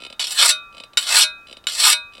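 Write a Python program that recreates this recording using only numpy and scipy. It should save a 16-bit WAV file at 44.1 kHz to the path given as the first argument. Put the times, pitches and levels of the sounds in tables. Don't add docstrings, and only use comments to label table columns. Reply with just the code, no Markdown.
import sys
import numpy as np
from scipy import signal
from scipy.fft import rfft, irfft
from scipy.io import wavfile
from scipy.ndimage import uniform_filter1d, minimum_filter1d

SR = 44100
rng = np.random.default_rng(int(sys.argv[2]) if len(sys.argv) > 2 else 0)


def put_to_file(sound):
    columns = np.atleast_2d(sound).T
    safe = np.clip(columns, -1, 1)
    whole_steps = np.round(safe * 32767)
    wavfile.write(sys.argv[1], SR, whole_steps.astype(np.int16))


def boost_factor(decibels):
    exponent = np.asarray(decibels, float) / 20
    return 10 ** exponent


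N = 97020
T = np.arange(N) / SR


# time in seconds, level in dB, weight on the
# low body in dB, brightness in dB, ring of the held blade in dB.
STROKES = [
    [(.197, -26, -2.5, -1.5, 9), (.262, -34, -17, -4, -5.5), (.29, -36, -11.5, 2, 2),
     (.365, -31.5, 1, 3, -1.5), (.376, -22, -4.5, 0, -4.5), (.39, -15, -4.5, -2.5, -4.5),
     (.45, -16, 6.5, 4, -5), (.508, -18, -10, -0.5, -1.5), (.522, -49, -17, 0.5, -2)],
    [(.98, -31, 2, 3, 15.5), (1.0, -33, -8, 4.5, 4), (1.048, -33, -1.5, 2, 2), (1.058, -37, 2, 5.5, 9.5),
     (1.085, -25, 1, 1, 0), (1.14, -16, 6, -1, -5), (1.185, -17, 5, 5.5, -8.5), (1.234, -15, -10.5, -1, -5),
     (1.25, -46.5, 1, -1, -6.5)],
    [(1.676, -31.5, -1.5, 0, 3), (1.735, -34.5, -11, 0, -3), (1.79, -24, -5, 0, -2.5),
     (1.83, -23.5, -0.5, 5.5, 1), (1.838, -14.5, -1.5, 1.5, -13), (1.88, -16, 7.5, 7, -9),
     (1.93, -16, -7.5, -0.5, -9), (1.95, -49, -6, 1, -2.5)],
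]
# start in seconds, peak in dB, length in seconds.
CATCHES = [(.2045, -16.5, 0.0092), (.226, -8.5, 0.0025), (.24, -8.5, 0.011), (.2685, -7, 0.0039),
           (.276, -21, 0.0066), (.305, -13, 0.011), (.319, -14, 0.0082), (.3748, -10, .005),
           (.3875, -1.5, .005), (.4142, -8, 0.0064), (.4227, 6.5, 0.0056), (.456, -3, 0.005),
           (.49, 1.5, 0.013), (1.0667, -16, .006), (1.072, -15, 0.0064), (1.0886, -15.5, 0.0047),
           (1.14, -5, 0.0047), (1.164, 2.5, 0.0085), (1.189, -4, 0.0043), (1.208, -2.5, .008),
           (1.683, -17, 0.0068), (1.696, -14.5, 0.0063), (1.708, -16.5, .004), (1.719, -16, .005),
           (1.734, -15, .004), (1.749, -12.5, 0.011), (1.7751, -15.5, 0.0059), (1.798, -5, 0.015),
           (1.8355, -6.5, 0.006), (1.85, 11.5, 0.0025), (1.868, -0.5, .008), (1.9, 2, 0.0027),
           (1.912, -3, .005), (1.926, -3.5, .005)]
# pitch in Hz, level in dB, time to fade 60 dB in seconds.
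HELD_RING = [(1135, -25, .12), (1430, -18, .07), (2210, -11, .03), (2990, 0, .032), (3740, -6, .045),
             (3880, -9, .04), (4625, -9, .035), (4930, -12, .03), (5445, -14, .05), (5990, -18, .04),
             (7220, -11, .06), (8760, -19, .04), (10170, -22, .06)]
# pitch in Hz, level in dB, time to fade 60 dB in seconds.
BELLY = [(927, -8, .05), (1230, 0, .05), (1440, -2, .06), (1720, -3, .04)]
# pitch in Hz, level in dB, time to fade 60 dB in seconds.
HANDLE_THUD = [(275, -5, .025), (400, -6, .02), (545, 0, .03), (620, -2, .03), (850, -6, .02)]
THUD_LOW_HZ = 198


def rasp():
    travel_s, split_hz, bright_from_hz = .16, 1600, 3400
    rows = np.vstack(STROKES)
    level, weight, bright, held = (np.interp(T, rows[:, 0], column) for column in rows[:, 1:].T)
    on = sum((T >= s[0][0] - .002) & (T < s[-1][0]) for s in STROKES)
    grit = (rng.random(N) < 6000 / SR) * rng.standard_normal(N)
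    drag = unit(grit) * on * boost_factor(level + 1.3 * walk(90) + 1)
    force = drag + puffs(CATCHES) * boost_factor(-10.5)

    out = conv(force * boost_factor(held - 7), struck(HELD_RING))
    out = out + conv(force * boost_factor(weight - 15.5), struck(BELLY))
    edges_hz = 400 * 2 ** np.linspace(0, 5.5, 8)
    for k in range(4):
        here = np.sqrt(2) * np.cos(np.pi * (T / travel_s + k / 4))
        blade = sheet(.028) + boost_factor(-20) * sheet(.09, count=90)
        for j, (low, high) in enumerate(zip(edges_hz[:-1], edges_hz[1:])):
            lean = weight * np.clip(np.log2(2 * split_hz / low) / 2, 0, 1)
            shine = bright * max(np.log2(low / bright_from_hz), 0)
            db = 1.2 * walk(30) + lean + shine
            patch = conv(force * here * boost_factor(db - 7.0), band(blade, low, high))
            out = out + (-1) ** j * patch
    handle = conv(force, struck(HANDLE_THUD[:1]))
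    return above(out, 507) + boost_factor(-42) * above(handle, THUD_LOW_HZ)


# start in seconds, peak in dB, settling time in seconds.
LANDINGS = [
    (0.195, -13, 0.004),
    (0.9724, 5, 0.0025),
    (1.6697, -6, 0.002),
]


def landings():
    events = np.array(LANDINGS) - [.0008, 0, 0]
    force = puffs(events) * boost_factor(-7)
    force[(events[:, 0] * SR).astype(int)] += boost_factor(events[:, 1] + 14)
    blade = struck(HELD_RING) + boost_factor(-7.5) * sheet(0.023)
    soft_start = 1 - np.exp(-T[:len(blade)] / .0004)
    rap = above(conv(force, blade * soft_start), 590)
    thud = conv(force, struck(HANDLE_THUD, longest=0.017))
    return rap + boost_factor(-31) * above(thud, THUD_LOW_HZ)


# pitch in Hz, level in dB, time to fade 60 dB in seconds.
OLD_RING = [(1230, -56, 3.5), (1368, -51.5, 1.5), (2525, -46, .4)]
# pitch in Hz, time to fade 60 dB in seconds.
FREE_RING = [(619, .28), (958, .33), (1168, 1.7), (1367, 1.2), (1447, .3), (1610, .36), (2260, .12),
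             (2525, .66), (3714, .26), (3835, .12), (4045, .19), (6002, .1), (8177, .09), (10860, .13)]
# level in dB after stroke 1, 2 and 3.
FREE_RING_DB = [(-39, -38, -39), (-50.5, -42.5, -35), (-40.5, -48.5, -44.5), (-39, -40.5, -47.5),
                (-26.5, -27.5, -26.5), (-47, -30.5, -33.5), (-33, -26, -20.5), (-29, -27.5, -26.5),
                (-17.5, -19, -18), (-20, -27, -25), (-27.5, -19.5, -18), (-22.5, -27, -30),
                (-31, -27, -20.5), (-30.5, -34, -29)]
LIFT_S = [.514, 1.24, 1.932]
TOUCH_S = [0.77, 1.47, 2.096]
# start in seconds, pitch in Hz, level in dB, time to fade 60 dB in seconds.
EDGE_RING = [(.514, 2050, -39.5, 0.21), (.514, 3074, -34.5, .2), (.514, 4760, -40.5, .11),
             (.514, 8780, -32.5, .07), (1.24, 2044, -40, 0.27), (1.24, 4950, -34.5, 0.065),
             (1.24, 6514, -34, 0.069), (1.24, 7020, -31.5, 0.095), (1.24, 10050, -44, 0.21),
             (1.24, 10400, -28, 0.083), (1.24, 11500, -43, 0.091), (1.932, 2070, -38, .2),
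             (1.932, 3015, -44.5, .2), (1.932, 4630, -35, .09), (1.932, 4930, -27.5, 0.054),
             (1.932, 5685, -28, 0.087), (1.932, 8460, -35.5, 0.16), (1.932, 12900, -42, 0.11)]


def song():
    swell_s, touch_damp_db_s, touch_above_hz = .012, 98.5, 2000
    out = sum(boost_factor(db - 60 * T / t60) * np.sin(2 * np.pi * hz * T) for hz, db, t60 in OLD_RING)
    for k, (lift, touch) in enumerate(zip(LIFT_S, TOUCH_S)):
        after, swell = np.maximum(T - lift, 0), np.exp(np.minimum(T - lift, 0) / swell_s)
        for (hz, t60), db in zip(FREE_RING, FREE_RING_DB):
            damping = touch_damp_db_s * np.maximum(T - touch, 0) * (hz > touch_above_hz)
            loudness = boost_factor(db[k] - 60 * after / t60 - damping) * swell
            out = out + loudness * np.sin(2 * np.pi * (hz * T + rng.random()))
    for lift, hz, db, t60 in EDGE_RING:
        after, swell = np.maximum(T - lift, 0), np.exp(np.minimum(T - lift, 0) / swell_s)
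        out = out + boost_factor(db - 60 * after / t60) * swell * np.sin(2 * np.pi * hz * T)
    return out


# start in seconds, peak in dB, handle thud in dB.
TICKS = [(0.0024, -41, -5), (0.0105, -43, -7.5), (0.0201, -35, -3), (0.0355, -33, -7), (0.0493, -31, -6),
         (0.0644, -34, -2.5), (0.1003, -35.5, -3.5), (0.1257, -34.5, -4), (0.726, -48, -8.5),
         (0.741, -51, -2), (0.7469, -42.5, -3), (0.7679, -40.5, 2.5), (0.7802, -36, -5.5),
         (0.8004, -32.5, -5), (0.8361, -33.5, -4.5), (0.933, -43, -5.5), (1.47, -41, -27),
         (1.4839, -42, -6), (1.496, -41.5, -1), (1.5109, -39, -1), (1.527, -33.5, -6.5), (1.5687, -37, -8),
         (1.6399, -43.5, -5.5), (2.1234, -51.5, -12), (2.1351, -42.5, -16), (2.151, -39, -10),
         (2.1685, -45, -7), (2.1796, -40, -2), (2.1964, -42, -12.5)]
# pitch in Hz, level in dB, time to fade 60 dB in seconds.
TICK_RING = [(1350, -12, .02), (2200, -9, .018), (2600, -6, .02), (3020, -1, .021), (3714, -21, .2),
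             (2525, -24, .2), (3500, -8, .02), (4030, -3, .02), (4450, -10, .016), (4900, -10, .016),
             (5650, -22, .045), (7800, -22, .02)]


def ticks():
    start, peak, thud_db = np.array(TICKS).T
    same = np.ones(len(start))
    tap = np.zeros(N)
    tap[(start * SR).astype(int)] = boost_factor(peak + 19)
    rattle = puffs(np.c_[start, peak - 12.5, .0056 * same])

    blade = struck(TICK_RING, phase=rng.random(len(TICK_RING)))
    blade = blade + boost_factor(-6) * band(sheet(0.014), 1000, 5470)
    blade = blade + boost_factor(-9.5) * band(sheet(0.034), 7100, 11440)
    soft_start = 1 - np.exp(-T[:len(blade)] / .0015)
    tick = conv(tap + rattle, blade * soft_start)
    push = puffs(np.c_[start + .003, peak + thud_db - 2.5, .002 * same])
    return boost_factor(7.0) * above(tick + conv(push, struck(HANDLE_THUD)), THUD_LOW_HZ)


# frequency in Hz, level in dB.
HUSH = [(12, -20), (20, 10), (79, 4), (182, 1), (1030, -1.5), (1600, -1.5), (2200, -12), (4300, -15),
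        (16000, -24.5)]


def hush():
    hz = np.maximum(np.fft.rfftfreq(N, 1 / SR), 10)
    noise = irfft(rfft(rng.standard_normal(N)) * colour(HUSH, hz), N)
    return unit(noise) * boost_factor(-56 + 0.2 * walk(15.0))


# frequency in Hz, level in dB.
BODY = [(400, -43), (800, -26), (1400, -9.5), (3700, 1), (5200, 0), (8000, -3), (11000, -11),
        (16000, -30.5)]


def sheet(t60, count=320):
    place = (np.arange(count) + rng.random(count)) / count
    level_luck, decay_luck = rng.standard_normal((2, count))
    hz = 400 + 15600 * place ** 1.4
    notch = -11 * np.exp(-((hz - 6490) / 770) ** 2)
    db = 20 * np.log10(colour(BODY, hz)) + 2 * level_luck + notch
    return struck(np.c_[hz, db, t60 * boost_factor(1.5 * decay_luck)], phase=rng.random(count))


def struck(table, phase=0, longest=0.36):
    modes, t = np.array(table), T[:6000, None]
    fade = boost_factor(modes[:, 1] - 60 * t / np.clip(modes[:, 2], .005, longest))
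    h = np.sum(fade * np.sin(2 * np.pi * (modes[:, 0] * t + phase)), axis=1)
    return h / np.sqrt(np.sum(h ** 2))


def puffs(rows):
    r = np.array(rows)
    after = T - r[:, :1]
    fade = np.exp(-np.abs(after) / np.clip(r[:, 2:], 3e-4, .03))
    bursts = boost_factor(r[:, 1:2]) * (after >= 0) * fade
    return bursts.sum(axis=0) * np.sign(rng.standard_normal(N))


def walk(rate):
    k = int(SR / rate)
    steps = np.repeat(rng.standard_normal(N // k + 1), k)
    return unit(uniform_filter1d(steps, k)[:N])


def unit(x):
    return x / np.sqrt(np.mean(x ** 2))


def colour(points, hz):
    p = np.array(points)
    return boost_factor(np.interp(np.log(hz), np.log(p[:, 0]), p[:, 1]))


def conv(x, h):
    return signal.fftconvolve(x, h)[:N]


def band(x, lo_hz, hi_hz):
    return signal.sosfilt(signal.butter(2, [lo_hz, hi_hz], "bandpass", fs=SR, output="sos"), x)


def above(x, hz):
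    return signal.sosfilt(signal.butter(4, hz, "highpass", fs=SR, output="sos"), x)


def scene():
    near = rasp() + landings() + ticks()
    t = T[:SR // 2]
    tail = band(rng.standard_normal(len(t)), 370, 5000) * boost_factor(-60 * t / 0.13) * (t > .003)
    echoes = boost_factor(-16.5) * conv(near, tail / np.sqrt(np.sum(tail ** 2)))
    return (near + song() + echoes + hush())[None]


def band_limit(x):
    return signal.sosfilt(signal.butter(12, 16320, fs=SR, output="sos"), x)


def record(dry):
    ceiling, limit_samples = .93, 90
    x = signal.sosfilt(signal.ellip(8, .2, 70, 16000, fs=SR, output="sos"), dry)
    room_left = minimum_filter1d(ceiling / np.maximum(np.abs(x), ceiling), size=2 * limit_samples + 1)
    return band_limit(x * uniform_filter1d(room_left, size=limit_samples))


dry = scene()
out = record(dry)
put_to_file(out)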